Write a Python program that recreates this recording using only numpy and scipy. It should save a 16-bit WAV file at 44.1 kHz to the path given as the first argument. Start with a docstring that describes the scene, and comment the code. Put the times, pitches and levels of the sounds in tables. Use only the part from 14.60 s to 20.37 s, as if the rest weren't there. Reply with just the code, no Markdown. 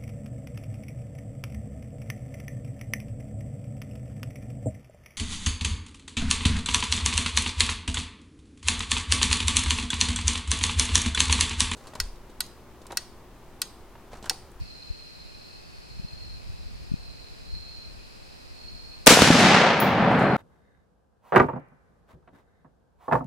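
"""A field's edge at dusk, stereo microphone. Over its steady hiss crickets trill with their wings, near
and far, and a light breeze nudges the ports. At about 4.5 s a rifle fires close by and overloads the
input; the exploding target's shock front follows, and both roll back from the woods, ever duller.
Under the echoes the spent brass case lands with a thin ring and tumbles into the grass."""
import sys
import numpy as np
from scipy import signal
from scipy.fft import rfft, irfft, next_fast_len
from scipy.io import wavfile

SR = 44100
rng = np.random.default_rng(int(sys.argv[2]) if len(sys.argv) > 2 else 0)


def persist_wave(psi):
    """Save psi, clipped to +-1, as 16-bit WAV."""
    counts = np.round(np.clip(psi, -1, 1) * 32767).astype(np.int16)
    wavfile.write(sys.argv[1], SR, np.atleast_2d(counts).T)


N = 254324
TIME = np.arange(N) / SR
FFT_SIZE = next_fast_len(N, True)
FREQS = np.fft.rfftfreq(FFT_SIZE, 1 / SR)

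# Levels are relative within a table; left-right likeness runs from -1 (opposed) to 1 (alike).
# microphone hiss with far insects in it: f/Hz, level/dB
HISS_SPECTRUM = [(30, 0), (150, -5), (300, -7), (700, -10.5), (1200, -15.5), (2150, -18), (2520, -15),
                 (2850, -19), (3600, -21.5), (4200, -13.5), (5100, -14.5), (5800, -25), (9500, -29),
                 (15500, -38)]
# its stereo image: f/Hz, likeness
HISS_LIKENESS = [(60, -0.45), (640, -0.6), (1400, -0.49), (3100, -0.056), (4200, 0.17), (7000, 0.072),
                 (15000, -0.3)]
# distant tree crickets: f/Hz, level/dB, likeness
TREE_CRICKETS = [(2474, -67.5, -0.055), (2600, -69, 0.48), (2580, -73, .6)]
# crickets near the microphone: start/s, end/s, f/Hz, level/dB
NEAR_TRILLS = [(0, 0.076, 4380, -57), (0.051, 0.517, 4177, -53), (0.451, 0.997, 4180, -57.5),
               (1.152, 1.477, 4240, -62), (1.38, 1.774, 4236, -53.5), (2.348, 2.713, 4206, -56.5),
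               (2.85, 3.28, 4203, -50), (3.928, 4.38, 4264, -52), (5.569, 5.8, 4150, -53.5)]
# wind on the ports: f/Hz, level/dB
BREEZE_SPECTRUM = [(15, -10.5), (40, 4), (80, 2.5), (130, -6.5), (200, -12.5), (350, -39), (900, -55)]
# gusts at their height: t/s, level/dB, width/s
GUSTS = [(0.02, -35.5, 0.026), (1.4, -38, 0.038), (2.1, -40.5, 0.43), (2.98, -40, 0.044), (3.35, -43, 0.1),
         (4.12, -46, 0.12)]
# single pushes of air on the ports: t/s, level/dB, width/s
BUFFETS = [(0.309, -22, 0.0032), (1.398, -23, 0.0016), (1.449, -26, .0016), (2.3187, -16, 0.0013),
           (2.3412, -14.5, 0.0013), (2.936, -25, 0.005)]
# rushing noise of the shot and its nearest echoes: t/s, level/dB, hold/s, decay/s, absorption/(dB/kHz)
BURSTS = [(4.4618, -11.5, 0.003, 0.0019, -0.8), (4.4687, 7, 0.0076, 0.0018, 0.77),
          (4.483, -17, 0.02, 0.028, 1), (4.619, -8, 0.0028, 0.00093, 1.3), (4.628, -19, .004, .045, 1.5),
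          (4.787, -24.5, 0.027, 0.059, 1.4)]
# fronts of muzzle and target, and slaps off hard reflectors: t/s, level/dB, length/s
SHOCK_FRONTS = [(4.469, -12, 0.0081), (4.4742, 7, 0.002), (4.5072, 2, 0.00175), (4.523, -2, 0.0029),
                (4.5722, 2, .0013), (4.591, 0, 0.00099), (4.6199, 4, .00073), (4.6212, -2, .0042),
                (4.7036, 4, 0.00318), (4.753, -4, 0.002), (5.233, -9, 0.0024)]
# stands of trees, each echo at its height: t/s, boom level/dB, roar level/dB
TREE_STANDS = [(4.51, -34.5, -17), (4.68, -21, -28), (4.83, -20, -31), (4.96, -28, -18),
               (5.55, -21.5, -24.5)]
# low boom of the echoes: f/Hz, level/dB
BOOM_SPECTRUM = [(25, -44), (60, -20), (100, -8.5), (150, -2.5), (190, 1), (245, -1), (310, -7.5),
                 (420, -17), (700, -76)]
# their roar before absorption: f/Hz, level/dB
ROAR_SPECTRUM = [(150, -26), (300, -7), (400, -3), (560, -1), (750, 1.5), (1100, -1.5), (1700, 1),
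                 (3000, 0.5), (6000, 1.5), (10000, -1.5), (15000, -8)]
# their stereo image: f/Hz, likeness
ECHO_LIKENESS = [(60, 0.96), (150, 0.98), (320, 0.98), (640, 0.94), (1400, 0.83), (3100, 0.58),
                 (7000, 0.45), (15000, 0.083)]
# the case meeting the ground: t/s, level/dB, hardness (0 to 1)
CASE_CONTACTS = [(5.201, -21.5, 0.83), (5.216, -42, 0.35), (5.510, -38, 0.0079), (5.590, -32.5, .01),
                 (5.625, -43, 0.0093)]
# modes of the brass: f/Hz, level/dB, t60/s
CASE_MODES = [(10680, -0.5, 0.059), (10690, -12, 0.4), (14780, -3, .1), (14800, 4, 0.23), (15400, -7, 0.29),
              (15690, -27, .24)]


def from_db(db):
    """Decibels to gain."""
    return 10 ** (np.asarray(db) / 20)


def at_hz(points, hz):
    """Read a spectrum on a log-frequency axis."""
    f, value = np.transpose(points)
    return np.interp(np.log(hz + 1), np.log(f), value)


def unit_rms(x):
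    """Scale to unit power."""
    return x / np.sqrt(np.mean(x ** 2) + 1e-20)


def butter(x, hz, kind, order=2):
    """Causal Butterworth filter."""
    sections = signal.butter(order, np.clip(hz, 10, .45 * SR), kind, fs=SR, output="sos")
    return signal.sosfilt(sections, x + 1e-18)


def add(out, s, sound):
    """Mix a sound in from time s."""
    at = min(max(round(s * SR), 0), N)
    out[..., at:at + sound.shape[-1]] += sound[..., :N - at]


def left_right(mid, side, likeness):
    """Mid and side to a stereo pair."""
    alike = np.clip(likeness, -1, 1)
    return np.sqrt(1 + alike) * mid + np.sqrt(1 - alike) * side * [[1], [-1]]


def stereo_noise(spectrum, likeness, grain=1):
    """Coloured stereo noise of rms 1; grain clumps it in time."""
    mid, side = rfft(rng.standard_normal((2, N)) * grain, FFT_SIZE) * from_db(at_hz(spectrum, FREQS))
    return unit_rms(irfft(left_right(mid, side, at_hz(likeness, FREQS)), FFT_SIZE)[:, :N])


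def drift(hz):
    """Random wander of rms 1, mostly slower than hz."""
    return unit_rms(irfft(rfft(rng.standard_normal(FFT_SIZE)) / (1 + (FREQS / hz) ** 2), FFT_SIZE)[:N])


def swell(s, width):
    """Bell-shaped rise and fall around time s."""
    return np.exp(-np.minimum(((TIME - s) / width) ** 2 / 2, 60))


def microphone_hiss(level_db=-48):
    """Steady microphone hiss, wide in the lows, with far insects in it."""
    return from_db(level_db) * stereo_noise(HISS_SPECTRUM, HISS_LIKENESS)


def tree_crickets(width_hz=35):
    """In the distance, many singers on nearly one pitch merge into a wavering tone."""
    out = np.zeros((2, N))
    for hz, db, likeness in TREE_CRICKETS:
        phase = 2 * np.pi * hz * TIME
        mid, side = drift(width_hz) * np.sin(phase), drift(width_hz) * np.cos(phase)
        out += from_db(db) * left_right(mid, side, likeness)
    return out


def far_trills(count=14, every_s=.4, length_s=.48, pitch_hz=4184, spread_hz=99, relative_db=-64):
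    """Crickets farther off take turns without a break, each on its own pitch; rows as in NEAR_TRILLS."""
    return [(k * every_s, k * every_s + length_s, pitch_hz + spread_hz * sharper, relative_db)
            for k, sharper in enumerate(rng.standard_normal(count))]


def crickets(strokes_hz=42, stroke_s=.0184, sweep_hz=220, fade_s=.072, scatter_s=.035, scatter_db=5):
    """Each wing stroke is a short falling tone; the brush scatters it differently to each side."""
    out, age = np.zeros((2, N)), TIME[:SR // 6]
    progress = np.minimum(age / stroke_s, 1)
    stroke_shape = np.sin(np.pi * progress) ** 2
    for start, end, pitch_hz, db in NEAR_TRILLS + far_trills():
        count = int((end - start) * strokes_hz) + 1
        late, louder, sharper = rng.standard_normal((64, 3))[:count].T  # no two strokes alike
        onsets = (np.cumsum(1 + .05 * late) - 1) / strokes_hz
        trill = np.zeros(N)
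        for k, s in enumerate(onsets):
            hz = pitch_hz + sweep_hz * (1 - 2 * progress) + 20 * sharper[k]
            tone = np.sin(2 * np.pi * np.cumsum(hz) / SR)
            fade = np.clip(.5 + min(s, end - start - s) / fade_s / 2, 0, 1)
            add(trill, s, fade * from_db(2 * louder[k]) * stroke_shape * tone)
        direct = trill[:SR]
        brush = rng.standard_normal((2, len(age))) * np.exp(-age / scatter_s)
        scattered = signal.fftconvolve(direct[None], brush)[:, :SR]
        heard = unit_rms(direct) + from_db(scatter_db) * unit_rms(scattered)
        add(out, start, from_db(db) * np.sqrt(2 * (end - start)) * unit_rms(heard))
    return out


def breeze(lull_db=-51, lumps_db=3.5):
    """Gusts rise out of light air at the microphone; eddies push one port while they pull the other."""
    gust_power = sum(from_db(db) ** 2 * swell(s, width) for s, db, width in GUSTS)
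    strength = np.sqrt(from_db(lull_db) ** 2 + gust_power)
    lumps = from_db(lumps_db * drift(hz=21))
    eddies = stereo_noise(BREEZE_SPECTRUM, [(30, -.55), (80, -.9), (300, -.65)], lumps)
    pushes = np.zeros(N)
    for s, db, width in BUFFETS:
        passage = (TIME - s) / width
        pushes += from_db(db) * passage * np.exp((1 - passage ** 2) / 2)
    return strength * eddies + pushes * [[1], [-.65]]


def shot_bursts():
    """The bullet's crack, the muzzle blast and their nearest echoes: each holds briefly, then dies."""
    rush = stereo_noise(spectrum=[(100, -10.5), (600, 2), (15000, -3)],
                        likeness=[(300, .78), (2000, .56), (6000, .32), (9000, 1), (13000, -1.1)])
    size = N // len(BURSTS) // 1024 * 1024  # each burst gets its own stretch of noise
    out, age = np.zeros((2, N)), TIME[:size]
    khz = np.fft.rfftfreq(size, 1 / SR) / 1000
    for k, (s, db, hold, decay, absorption) in enumerate(BURSTS):
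        tilted = irfft(rfft(rush[:, k * size:(k + 1) * size]) * from_db(-absorption * khz))
        envelope = np.exp(-np.maximum(age - hold, 0) / decay)
        add(out, s, from_db(db) * envelope * unit_rms(tilted))
    return out


def shock_fronts(port_lag_s=.00006, ground_lag_s=.00415, ground_db=-1.5, ground_fall_db_per_s=68):
    """N-shaped pressure waves reach the left port first; each comes again off the ground."""
    out = np.zeros((2, N))
    for s, db, length in SHOCK_FRONTS:
        progress = (TIME[:SR // 20] - [[0], [port_lag_s]]) / length
        n_wave = (1 - 2 * progress) * (progress >= 0) * (progress < 1)
        front = from_db(db) * butter(n_wave, 3.1 / length, "low")  # long fronts are the dull ones
        add(out, s, front)
        bounce_db = ground_db - ground_fall_db_per_s * (s - SHOCK_FRONTS[0][0])  # long paths are weaker
        add(out, s + ground_lag_s, from_db(bounce_db) * front)
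    return butter(out, hz=80, kind="high", order=1)


def through_air(x, db_per_khz):
    """Distance takes the treble in proportion to frequency; the level at 1 kHz is kept."""
    hz, s, frames = signal.stft(x, SR, nperseg=256)
    loss_db = np.outer(np.maximum(hz / 1000, .6) - 1, np.interp(s, TIME, db_per_khz))
    return signal.istft(frames * from_db(-loss_db), SR)[1][:, :N]


def woods_echo(start_s=4.474, onset_s=.004, fall_db_per_s=3, boom_clump_db=2.5, roar_clump_db=1.23):
    """Countless trunks and crowns each send back a little pulse; later ones have crossed more air."""
    delay = np.maximum(TIME - start_s, 0)
    # scattered trees between the stands keep up a slowly sinking boom and roar
    power = from_db(np.array([[-29], [-21]]) - fall_db_per_s * delay) ** 2
    for s, boom_db, roar_db in TREE_STANDS:
        width_s = .021 + .14 * (s - start_s)  # the farther the stand, the longer its swell
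        power += from_db([[boom_db], [roar_db]]) ** 2 * swell(s, width_s)
    boom_gain, roar_gain = np.sqrt(power)
    # a few big reflectors make the boom lumpy; leaves and twigs smooth the roar
    clumps = drift(hz=160)
    boom = boom_gain * stereo_noise(BOOM_SPECTRUM, ECHO_LIKENESS, from_db(boom_clump_db * clumps))
    roar = stereo_noise(ROAR_SPECTRUM, ECHO_LIKENESS, from_db(roar_clump_db * clumps))
    roar *= from_db(1) / np.std(butter(roar, [500, 2000], "band"))  # the midrange sets its level
    air_loss, leaf_loss = .92 + 5 * delay, 2 * delay ** 2
    roar = roar_gain * through_air(roar, db_per_khz=air_loss + leaf_loss)
    return (boom + roar) * np.clip(delay / onset_s, 0, 1)


def brass_case(rustle_s=.036, tick_s=.0045, clink_s=.0052, spin_hz=95, pan_db=1):
    """The case rings when it hits something hard and spins away; in the grass it mostly rustles."""
    ringing, contact, age = np.zeros(N), np.zeros(N), TIME[:SR // 2]
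    attack = np.minimum(age / .0008, 1)
    for s, db, hardness in CASE_CONTACTS:
        rustle = (1 - .92 * hardness) * np.exp(-age / rustle_s)
        tick = hardness * from_db(3) * np.exp(-age / tick_s)
        add(contact, s, from_db(db) * (rustle + tick))
        for hz, mode_db, t60 in CASE_MODES:
            # contact damps the first swing quickly, then the case rings freely
            fall = from_db(-2) * np.exp(-age / clink_s) + from_db(-13 - 60 * age / t60)
            # spinning turns the lobes of each mode past the microphone
            flutter = 1 + np.cos(2 * np.pi * (spin_hz * rng.uniform(.55, 2.6) * age + rng.random()))
            tone = np.sin(2 * np.pi * (hz * age + rng.random()))
            add(ringing, s, hardness * from_db(db + mode_db) * attack * fall * flutter * tone)
    grass = stereo_noise(spectrum=[(2000, -12), (7000, 3), (11000, -4), (15000, -17.5)],
                         likeness=[(2000, .7), (15000, .47)])
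    return ringing * from_db([[pan_db], [-pan_db]]) + from_db(-19) * contact * grass


def scene(shot_pan_db=.35):
    """Hiss, insects and breeze throughout; the shot and what follows sit a little left of centre."""
    hiss = microphone_hiss()
    shot = (shot_bursts() + shock_fronts() + woods_echo()) * from_db([[shot_pan_db], [-shot_pan_db]])
    return hiss + breeze() + shot + brass_case() + crickets() + tree_crickets()


def record(dry, ceiling=.79, cutoff_hz=15800):
    """The microphone input overloads on the loudest peaks; the top is cut steeply."""
    clipped = dry / (1 + (dry / ceiling) ** 6) ** (1 / 6)
    return signal.sosfilt(signal.ellip(10, .2, 80, cutoff_hz, fs=SR, output="sos"), clipped)


dry = scene()
out = record(dry)
persist_wave(out)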